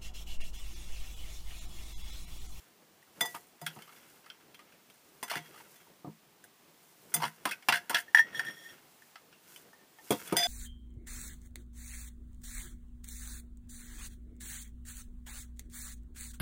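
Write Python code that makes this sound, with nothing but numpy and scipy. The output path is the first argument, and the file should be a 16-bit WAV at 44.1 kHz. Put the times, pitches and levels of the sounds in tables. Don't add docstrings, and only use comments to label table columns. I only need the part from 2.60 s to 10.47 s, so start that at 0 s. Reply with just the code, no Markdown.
import sys
import numpy as np
from scipy import signal
from scipy.fft import rfft, irfft
from scipy.io import wavfile
from scipy.ndimage import uniform_filter1d

SR = 44100
rng = np.random.default_rng(int(sys.argv[2]) if len(sys.argv) > 2 else 0)


def master_out(mix):
    frames = np.transpose(np.atleast_2d(mix))
    ceiling = np.clip(frames, -1, 1)
    pcm = np.round(ceiling * 32767).astype(np.int16)
    wavfile.write(sys.argv[1], SR, pcm)


def undo_db(level):
    steps = np.asarray(level, float) / 20
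    return 10 ** steps


N = 347059

# (f/Hz, level/dB)
HISS_SHAPE = [(18, -48), (30, -20.5), (49, -32.5), (144, -16), (225, 1.5), (443, -9.5), (546, -11.5),
              (709, -1.5), (1260, -3), (1360, -6.5), (1680, -4.5), (10700, -12), (12600, -14.5),
              (14300, -8), (15500, -6)]
HISS_DB = -62.5

# (start t/s, held/s, pressure/dB, rustle re scrape/dB)
STROKES = [(0.0, 0.016, -68.5, 4.5), (0.64, 0.1, -59.5, 5), (1.05, 0.49, -66, 3.5), (1.66, .5, -72.5, -19),
           (2.32, 0.34, -84, 15), (2.62, .55, -66, 4.5), (2.94, 0.047, -64.5, -15), (4.2, .3, -78, 11.5),
           (4.57, 0.077, -58.5, 2.5), (4.87, 0.032, -61.5, 1), (5.12, 0.033, -62.5, 6),
           (5.35, 0.069, -65.5, -3), (5.66, 0.034, -56.5, -19.5), (5.78, 0.11, -55.5, -15.5),
           (5.96, 0.147, -72.5, 11.5), (6.09, 0.039, -59.5, -8), (6.3, 0.2, -81, 14),
           (6.9, 0.077, -65, 7.5), (7.49, 0.06, -68, 15.5), (7.59, 0.092, -58, 4.5),
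           (7.708, 0.18, -53, -10)]
PRESS_DB_PER_S, LET_GO_DB_PER_S = 133.5, 111
RUMBLE_DB, STILL_RUMBLE_DB = -1, -68
# (f/Hz, width/Hz, level/dB)
RUMBLE = [(161, 69, 2.7), (320, 113, 6.1), (449, 300, 2.8)]

# (f/Hz, width/Hz, level/dB)
HOLLOW = [(947, 84, -1.5), (1380, 190, 4), (1650, 430, 0), (2136, 120, 2.5), (2733, 470, -3.5),
          (3422, 74, -3), (4360, 990, -23.5), (5790, 370, -10.5)]
# (f/Hz, width/Hz, level/dB)
SHIMMER = [(6300, 900, -4), (7400, 700, -2.5), (9200, 900, 0), (10600, 1200, -4), (12700, 1500, -4),
           (14600, 1200, -4.5)]
WALL_HZ = [705, 915, 1954, 3477, 4926, 6140, 7267]
# (level/dB, t60/s)
WALL = [(-1.5, 0.16), (-9, 0.099), (-7.5, 0.25), (1.5, 0.098), (-3, 0.1), (-4.5, 0.15), (-9.5, .12)]
# (level/dB, t60/s)
FREE_WALL = [(3.5, 0.4), (-34, .3), (-32, 0.45), (7, 4.9), (4.5, 0.61), (-4, 0.81), (-15, .6)]
RIM_HZ = [8495, 9165, 9700, 10560, 11170, 11720, 12520, 12750, 13312, 14135, 14650, 15130]
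# (level/dB, t60/s)
RIM = [(5, 0.064), (13, 0.038), (5.5, 0.062), (-7, 0.021), (-5.5, 0.1), (2, 0.051), (2, 0.083),
       (-10.5, 0.11), (-9, 0.057), (-1, 0.062), (-1, 0.09), (3, .07)]
LIFTED_HZ = [940, 1700, 1746, 1811, 1900, 2030, 3316, 5560, 5712, 5986, 6831, 8850, 9609, 10750, 12000,
             13510, 14600]
# (level/dB, t60/s)
LIFTED_WALL = [(-11, 0.06), (-17, 0.0084), (-18, 0.056), (8, 0.08), (-12, 0.21), (-20.5, 0.18), (-18, 0.13),
               (-13.5, 0.091), (-17, 0.12), (-24, 0.075), (-27, .07), (-40.5, 0.072), (-35, 0.071),
               (-38.5, .08), (-47.5, 0.082), (-37.5, 0.041), (-37.5, 0.088)]
RUBBED_HZ = [1830, 3300, 5560, 6820, 8580, 8850, 9460, 10700, 12000, 12600, 14400, 14600]
# (width/Hz, level/dB)
RUBBED_WALL = [(24.5, -3), (87, -13), (22.17, -12), (35, -26), (50.6, -26), (35.3, -24.5), (39.45, -27),
               (30, -29), (39.9, -25), (50, -29), (39.46, -29), (35.25, -27.5)]

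# (t/s, clack level/dB, clack f/Hz, tick re clack/dB, clack t60/s)
RIM_BLOWS = [
    (0.608, -31, 2090, -2, 0.074),
    (0.657, -47.5, 1960, 9.5, 0.087),
    (1.362, -60.5, 2280, -1, 0.14),
    (3.159, -61, 1880, -1, 0.065),
    (7.767, -31.5, 3110, 7, 0.27),
]
# (t/s, clack level/dB, clack f/Hz, tick re clack/dB)
WALL_BLOWS = [(1.221, -50, 3070, -4.5), (1.945, -50.5, 3200, -8), (2.3, -56.5, 3100, -5),
              (2.6285, -34, 960, -6.5), (2.714, -30, 944, -12), (2.7555, -30.5, 1700, -13),
              (2.778, -41, 2200, -10), (2.858, -56, 1900, -9), (2.925, -75, 3200, 3),
              (3.84, -51.5, 1600, -1), (5.025, -52, 2240, -11.5), (5.086, -17.5, 937, -13),
              (5.089, -18.5, 2750, -36), (5.147, -31.5, 1640, -17), (5.157, -28.5, 1650, -9.5),
              (5.345, -25, 1820, -11.5), (5.354, -24.5, 1650, -31), (6.961, -46.5, 3010, -7.5)]
# (t/s, clack level/dB, clack f/Hz, tick re clack/dB)
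BOTTOM_BLOWS = [(0.748, -40.5, 1220, -6), (0.763, -48, 1210, -2), (1.064, -35, 1620, -2),
                (1.0655, -31.5, 3280, -14.5), (1.075, -41, 3100, -20), (1.701, -41, 3110, -30),
                (4.565, -38.5, 2100, -10), (4.623, -31, 890, -17), (4.633, -27.5, 940, -21),
                (4.6395, -25, 970, -21), (4.854, -26, 980, -8), (4.911, -33.5, 1530, -6.5),
                (5.124, -22, 1660, -17), (5.296, -31.5, 1640, -2), (5.3465, -21, 3274, -18),
                (6.557, -44.5, 1260, -36), (7.7615, -35.5, 1570, -15)]
# (t/s, clack level/dB, clack f/Hz, tick re clack/dB)
PATS = [(0.426, -59, 1880, -8), (1.162, -52.5, 740, -18), (1.189, -50.5, 1280, -11),
        (1.277, -53.5, 1200, -21), (1.329, -62, 930, -3), (1.643, -60, 2080, -23),
        (1.661, -51.5, 1280, -13), (1.992, -51.5, 1240, -13), (2.122, -58.5, 2520, -9),
        (3.269, -61, 905.5, -18), (6.727, -56, 2710, -27), (7.13, -57.5, 845, -25),
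        (7.386, -55, 870, -25.5)]
# (t/s, tick level/dB)
CRUMBS = [
    (0.809, -67),
    (0.829, -79),
    (0.869, -61),
    (0.908, -88),
    (1.15, -57),
    (1.499, -63),
    (2.34, -65),
    (4.227, -64),
]
CRUMB_HZ, CRUMB_CLACK_DB = 1210, -15
# (t/s, clack level/dB, clack f/Hz, tick re clack/dB, wall ring re clack/dB)
TAPS = [
    (0.6105, -40, 3360, 11.5, 14.5),
    (1.015, -51.5, 710, 4.5, 4.5),
    (4.54, -33, 2090, 8, -14),
    (4.5435, -42.5, 5900, 18.5, 7),
    (4.549, -52, 7300, 23, 1),
    (7.835, -48.5, 3480, 11, -2),
    (1.018, -67.5, 4930, 2, 12),
    (2.632, -51.5, 7200, 11, 7),
    (2.706, -59, 4900, 0, 6),
]
# (t/s, clack level/dB, clack f/Hz, tick re clack/dB)
SET_DOWN = [
    (7.5065, -31, 3300, 2.5),
    (7.5219, -34.5, 3470, -6),
    (7.675, -48, 3350, 4.5),
    (7.7248, -38, 2250, -0.5),
]
# (t/s, clack level/dB, clack f/Hz, tick re clack/dB)
SLIDES = [(0.647, -39, 930, -14), (1.1, -55, 1700, -21), (1.13, -60, 2800, -14), (1.29, -55, 1270, -18),
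          (1.32, -60, 2240, -10), (1.375, -69, 2100, -4), (0.743, -43, 947, -14), (2.679, -46, 1370, -6),
          (2.697, -36.5, 2050, -7.5), (2.704, -40, 4250, -8), (2.725, -42, 2360, -10),
          (2.734, -36.5, 930, -19), (2.744, -45, 2500, -10), (2.767, -37.5, 2100, -13),
          (2.94, -53, 1250, -14), (2.958, -52.5, 1220, -14), (2.975, -54, 1500, -14),
          (2.999, -51.5, 920, -25), (4.6, -39.5, 920, -14), (4.617, -33, 960, -17), (4.65, -36, 1415, -10),
          (4.662, -46.5, 2090, -5), (4.675, -42, 1860, -9), (4.87, -36, 1200, -13), (4.888, -40, 3260, -8),
          (4.917, -33.5, 2540, -16), (4.929, -45, 1490, -20), (5.137, -26, 1650, -15),
          (5.168, -34.5, 1670, -14), (5.302, -33.5, 920, -9), (5.312, -42, 990, -22),
          (5.33, -37.5, 950, -19), (5.365, -28, 1790, -15), (5.382, -32.5, 1750, -11),
          (5.399, -44, 1750, -2), (5.578, -32, 3270, -25), (5.586, -40, 3300, -25)]
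# (t/s, ring level/dB, tick re ring/dB, clack re ring/dB)
LIFTED_KNOCKS = [(5.481, -49.5, -40, -19), (5.547, -10, -28.5, -15), (5.55, -16, -21, -14.5),
                 (5.5718, -16, -25, -15), (5.576, -27.5, -20, -10), (5.5844, -22, -28, -11),
                 (5.5892, -23, -34, -23), (5.5932, -14.5, -25, -21), (5.746, -36.5, -34, -16),
                 (5.7944, -33, -13, 7), (5.85, -44.5, -6, 1), (6.421, -64.5, -2, 8), (7.1308, -57, -10, -8),
                 (7.192, -66.5, -17.5, -12), (7.212, -66, -20, -15), (7.232, -67, -20, -15),
                 (7.387, -55.5, -21.5, -17.5)]
LIFTED_CLACK_HZ, LIFTED_CLACK_T60_S = 1780, 0.11
GRIP_DB_PER_S = 3000

# (wall ring re clack/dB, clack t60/s); the edge only t60/s
ON_WALL, ON_BOTTOM, IN_RICE = (-13.5, 0.099), (-27.5, 0.1), (-40, 0.18)
ON_EDGE, RATTLE, SLIDING = (0.11,), (-12, 0.14), (-23.5, 0.08)
CRACK_DB, CRACK_T60_S = 3, 0.02
CLICK_DB, PASSING_DB = 28, -4
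GRIT_DB, WALL_SCATTER_DB = 3.6, 1.8
FAVOUR_DB_PER_OCTAVE, FOCUS_DB_PER_OCTAVE = -4, -2.5
SLIDE_RISE_S = 0.0035

# (t/s, level/dB, slap re level/dB, f/Hz)
THUDS = [(0.611, -35.5, 3.5, 406), (0.748, -42, 0, 338), (1.019, -39, -8, 166), (1.066, -45, -8, 151),
         (1.165, -42.5, -2, 211), (2.627, -43, -14, 377), (2.761, -34, -7, 262), (2.798, -46, -16, 151),
         (3.446, -31.5, -9, 332), (3.471, -32, -17, 208), (4.546, -36, 0.5, 161), (4.573, -36, -11, 152),
         (4.63, -36.5, -12, 158), (4.657, -39.5, -15, 153), (4.854, -32.5, -5, 302),
         (5.086, -28.5, -24, 300), (5.126, -40, -21, 153), (5.298, -36.5, -29, 493),
         (5.341, -41.5, -11, 250), (5.8, -47.5, 6, 348), (7.506, -14.5, -10.5, 330),
         (7.514, -16.5, -11.5, 520), (7.724, -17, -10.5, 340)]
THUD_T60_S = 0.12
# (f/Hz, level/dB, t60/s)
COUNTER = [(158.8, 3, 0.2), (218, -1, 0.2), (299, 11, 0.038), (395.5, 11, 0.024), (489, 5, 0.035),
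           (834, -36.5, .03)]
# (f/Hz, width/Hz, level/dB)
SLAP = [(473.4, 11.3, 3.5), (710, 20, 10.5), (920, 53, 10.5), (1260, 97, -0.5)]

# (t/s, level/dB)
JOLTS = [(2.7988, -53), (2.835, -62), (2.8589, -57), (2.89, -57), (2.9248, -56), (2.98, -62), (3.197, -61),
         (3.265, -71), (7.506, -35), (7.5598, -59), (7.6842, -62)]
# (level/dB, t60/s)
TRAY_HZ = [3262, 3295]
TRAY = [(11, 0.23), (-13, 0.15)]

# (t/s, level/dB)
LIFTED_SING = [
    (5.62, -70),
    (5.712, -69),
    (5.748, -45),
    (5.79, -43),
    (5.834, -51),
    (5.862, -48),
    (5.952, -55.5),
    (6.115, -55),
    (6.19, -97),
]
# (t/s, level/dB)
SING = [
    (7.77, -36),
    (7.786, -34.5),
    (7.814, -43),
    (7.835, -34.5),
    (7.87, -42),
]
# (f/Hz, width/Hz, level/dB)
FREE_EXTRA = [(1570, 22, -5.5), (2020, 190, -11.0), (2080, 22, -30)]
FREE_BLOW_S, FREE_RING_DB, FREE_RIM_DB = 7.766, -32.5, -47

TOP_HZ = 15500


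def unit(x):
    return x / np.sqrt(np.mean(x ** 2))


def curve(rows):
    s, db = np.transpose(rows)
    after = db[-1] if s[-1] * SR > N - 99 else -150
    return undo_db(np.interp(np.arange(N) / SR, s, db, left=-150, right=after))


def resonate(x, peaks):
    out = 0
    for k, (hz, width, db) in enumerate(peaks):
        b, a = signal.iirpeak(hz, hz / max(width, 5), SR)
        out = out + (-1) ** k * undo_db(db) * signal.lfilter(b, a, x)
    return out


def ring(hz, modes, t, scatter_db):
    db, t60 = np.array(modes).T[:, :, None]
    share = undo_db(db + scatter_db * rng.standard_normal((len(modes), 1)))
    fade = undo_db(-60 * t / np.maximum(t60, 0.01))
    return np.sum(share * fade * np.sin(2 * np.pi * np.array(hz)[:, None] * t), 0)


def strike(response, rise_s):
    return response * (1 - np.exp(-np.arange(len(response)) / SR / rise_s))


def add(out, s, x, db):
    i = int(s * SR)
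    peak = np.max(uniform_filter1d(x ** 2, 180)) ** 0.5
    out[i:i + len(x)] += (undo_db(db) * x / peak)[:N - i]


def grit(shape, spread_db):
    return rng.standard_normal(shape) * undo_db(spread_db * np.minimum(rng.exponential(size=shape), 4))


def grains(rate, spread_db):
    return (rng.random(N) < rate / SR) * grit(N, spread_db)


def flutter(rate, depth_db):
    k = int(SR / rate)
    held = np.repeat(rng.standard_normal(N // k + 1), k)[:N]
    return undo_db(depth_db * uniform_filter1d(held, k))


def hiss():
    hz, db = np.transpose(HISS_SHAPE)
    shape = undo_db(np.interp(np.log(np.fft.rfftfreq(N, 1 / SR) + 1), np.log(hz), db))
    noise = irfft(rfft(rng.standard_normal(N)) * shape, N)
    return undo_db(HISS_DB) * flutter(2.8, 0.63) * unit(noise)


def strokes():
    t = np.arange(N) / SR
    s, held, db, rustle_db = np.transpose(STROKES)[:, :, None]
    press = PRESS_DB_PER_S * np.maximum(s - t, 0)
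    let_go = LET_GO_DB_PER_S * np.maximum(t - s - held, 0)
    power = undo_db(db - press - let_go) ** 2
    return np.sqrt(power.sum(0)), np.sqrt((power * undo_db(rustle_db) ** 2).sum(0))


def rubbing():
    scrape, rustle = strokes()
    rumble = np.hypot(scrape * undo_db(RUMBLE_DB), undo_db(STILL_RUMBLE_DB))
    hollow = resonate(grains(2300, 1.5) * flutter(45, 3.5), HOLLOW)
    b, a = signal.butter(2, 4500, "high", fs=SR)
    fine = signal.lfilter(b, a, grains(5700, 0.91) * flutter(48, 1.3))
    low = resonate(rng.standard_normal(N) * flutter(25, 3.15), RUMBLE)
    return scrape * unit(hollow) + rustle * unit(fine) + rumble * unit(low)


def passing_tones():
    pitches = 700 * 2 ** (3.11 * (np.arange(8) + rng.random(8)) / 8)
    return [(f, f / 14, PASSING_DB - 3.7 * np.log2(f / 900)) for f in pitches]


def blows(rows, wall_hz, wall, scatter_db, click_db, rise_s, ring_rise_s, grip_db_per_s):
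    out, t = np.zeros(N), np.arange(SR // 4) / SR
    for (s, db, hz, tick_db, ring_db, t60), (next_s, *_) in zip(rows, rows[1:] + [[N]]):
        crack = undo_db(CRACK_DB - 60 * t / CRACK_T60_S)
        clack = undo_db(-60 * t / max(t60, 0.01))
        kitchen = undo_db(-36 - 60 * t / 0.7)
        chatter = grit((2, len(t)), GRIT_DB) * strike(crack + clack + kitchen, rise_s)
        chatter[:, 0] += undo_db(click_db)

        near = [(f, width, gain_db + FOCUS_DB_PER_OCTAVE * abs(np.log2(f / hz)))
                for f, width, gain_db in HOLLOW + passing_tones()]
        add(out, s, resonate(chatter[0], near + [(hz, 100, 9)]), db)
        add(out, s, resonate(chatter[1], SHIMMER), db + tick_db - 1.5)
        add(out, s, strike(ring(RIM_HZ, RIM, t, 2.2), 0.0018 + rise_s), db + tick_db - 5.0)

        favoured = [(gain_db + FAVOUR_DB_PER_OCTAVE * abs(np.log2(f / hz)), fade_s)
                    for f, (gain_db, fade_s) in zip(wall_hz, wall)]
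        wall_ring = strike(ring(wall_hz, favoured, t, scatter_db), ring_rise_s)
        gripped = undo_db(-grip_db_per_s * np.maximum(t - (next_s - s), 0))
        add(out, s, gripped * wall_ring, db + ring_db)
    return out


def landed(rows, spot):
    return [(*row, *spot) for row in rows]


def standing_pot():
    rim = [(s, db, hz, tick, tick, t60) for s, db, hz, tick, t60 in RIM_BLOWS]
    crumbs = [(s, db + CRUMB_CLACK_DB, CRUMB_HZ, -CRUMB_CLACK_DB) for s, db in CRUMBS]
    knocks = rim + landed(WALL_BLOWS, ON_WALL) + landed(BOTTOM_BLOWS, ON_BOTTOM)
    knocks = sorted(knocks + landed(PATS + crumbs, IN_RICE))
    rows = knocks + landed(TAPS, ON_EDGE) + landed(SET_DOWN, RATTLE)
    return blows(rows, WALL_HZ, WALL, WALL_SCATTER_DB, CLICK_DB, 0.0001, 0.0008, 0)


def thuds():
    out, t = np.zeros(N), np.arange(SR // 3) / SR
    modes_hz, modes_db, modes_t60 = np.transpose(COUNTER)
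    for s, db, slap_db, hz in THUDS:
        rattle = rng.standard_normal(len(t)) * undo_db(-60 * t / THUD_T60_S)
        rattle[0] += 8.0
        nearness = -14 * np.abs(np.log2(modes_hz / hz))
        body = ring(modes_hz, np.transpose([modes_db + nearness, modes_t60]), t, 1.17)
        add(out, s, signal.fftconvolve(rattle, body)[:len(t)], db - 5.5)
        slap = resonate(resonate(rattle, SLAP), [(800, 1400, 0)])
        add(out, s, slap, db - 6 + slap_db)
    return out


def sliding_contacts():
    rows = landed(SLIDES, SLIDING)
    return blows(rows, WALL_HZ, WALL, WALL_SCATTER_DB, -19.5, SLIDE_RISE_S, SLIDE_RISE_S, 0)


def tray():
    out, t = np.zeros(N), np.arange(SR // 3) / SR
    for s, db in JOLTS:
        add(out, s, strike(ring(TRAY_HZ, TRAY, t, 2.5), 0.0036), db - 11)
    return out


def lifted_pot():
    rows = [(s, db + clack, LIFTED_CLACK_HZ, tick - clack, -clack, LIFTED_CLACK_T60_S)
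            for s, db, tick, clack in LIFTED_KNOCKS]
    return blows(rows, LIFTED_HZ, LIFTED_WALL, 0.55, 31, 0.000301, 0.0016, GRIP_DB_PER_S)


def unit_gain(peaks):
    return np.std(resonate(grains(1100, 2.84), peaks))


def singing():
    held = [(hz, *mode) for hz, mode in zip(RUBBED_HZ, RUBBED_WALL)]
    slips = grains(2500, 2.3) * flutter(35, 3.3) * curve(LIFTED_SING)
    lifted = sum(flutter(40, 2.9) * resonate(slips, [mode]) for mode in held)
    out = undo_db(-1.5) * lifted / unit_gain(held)

    t = np.arange(SR // 3) / SR
    add(out, FREE_BLOW_S, strike(ring(WALL_HZ, FREE_WALL, t, 0), 0.00096), FREE_RING_DB)
    long_rim = np.array(RIM) * [1, 4.0]
    add(out, FREE_BLOW_S, strike(ring(RIM_HZ, long_rim, t, 3.4), 0.0021), FREE_RIM_DB)

    free = [(hz, 14, db) for hz, (db, _) in zip(WALL_HZ, FREE_WALL)] + FREE_EXTRA
    free += [(hz, 30, db - 26) for hz, (db, _) in zip(RIM_HZ, RIM)]
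    return out + undo_db(3.0) * resonate(grains(4000, 1.7) * curve(SING), free) / unit_gain(free)


def scene():
    near = standing_pot() + thuds() + sliding_contacts() + tray() + lifted_pot() + singing()
    no_bass = signal.butter(3, 125, "high", fs=SR, output="sos")
    return (signal.sosfilt(no_bass, near) + rubbing() + hiss())[None]


def top_cut(x):
    return signal.sosfilt(signal.butter(12, 16490, fs=SR, output="sos"), x)


def record(dry):
    low_pass = signal.ellip(10, 0.1, 40, TOP_HZ, fs=SR, output="sos")
    kept = signal.sosfiltfilt(low_pass, dry)
    top = dry - kept
    loudness = uniform_filter1d(top ** 2, 512)
    gate = undo_db(-12) * loudness / (loudness + undo_db(-52) ** 2)
    return top_cut(kept + top * gate)


dry = scene()
out = record(dry)
master_out(out)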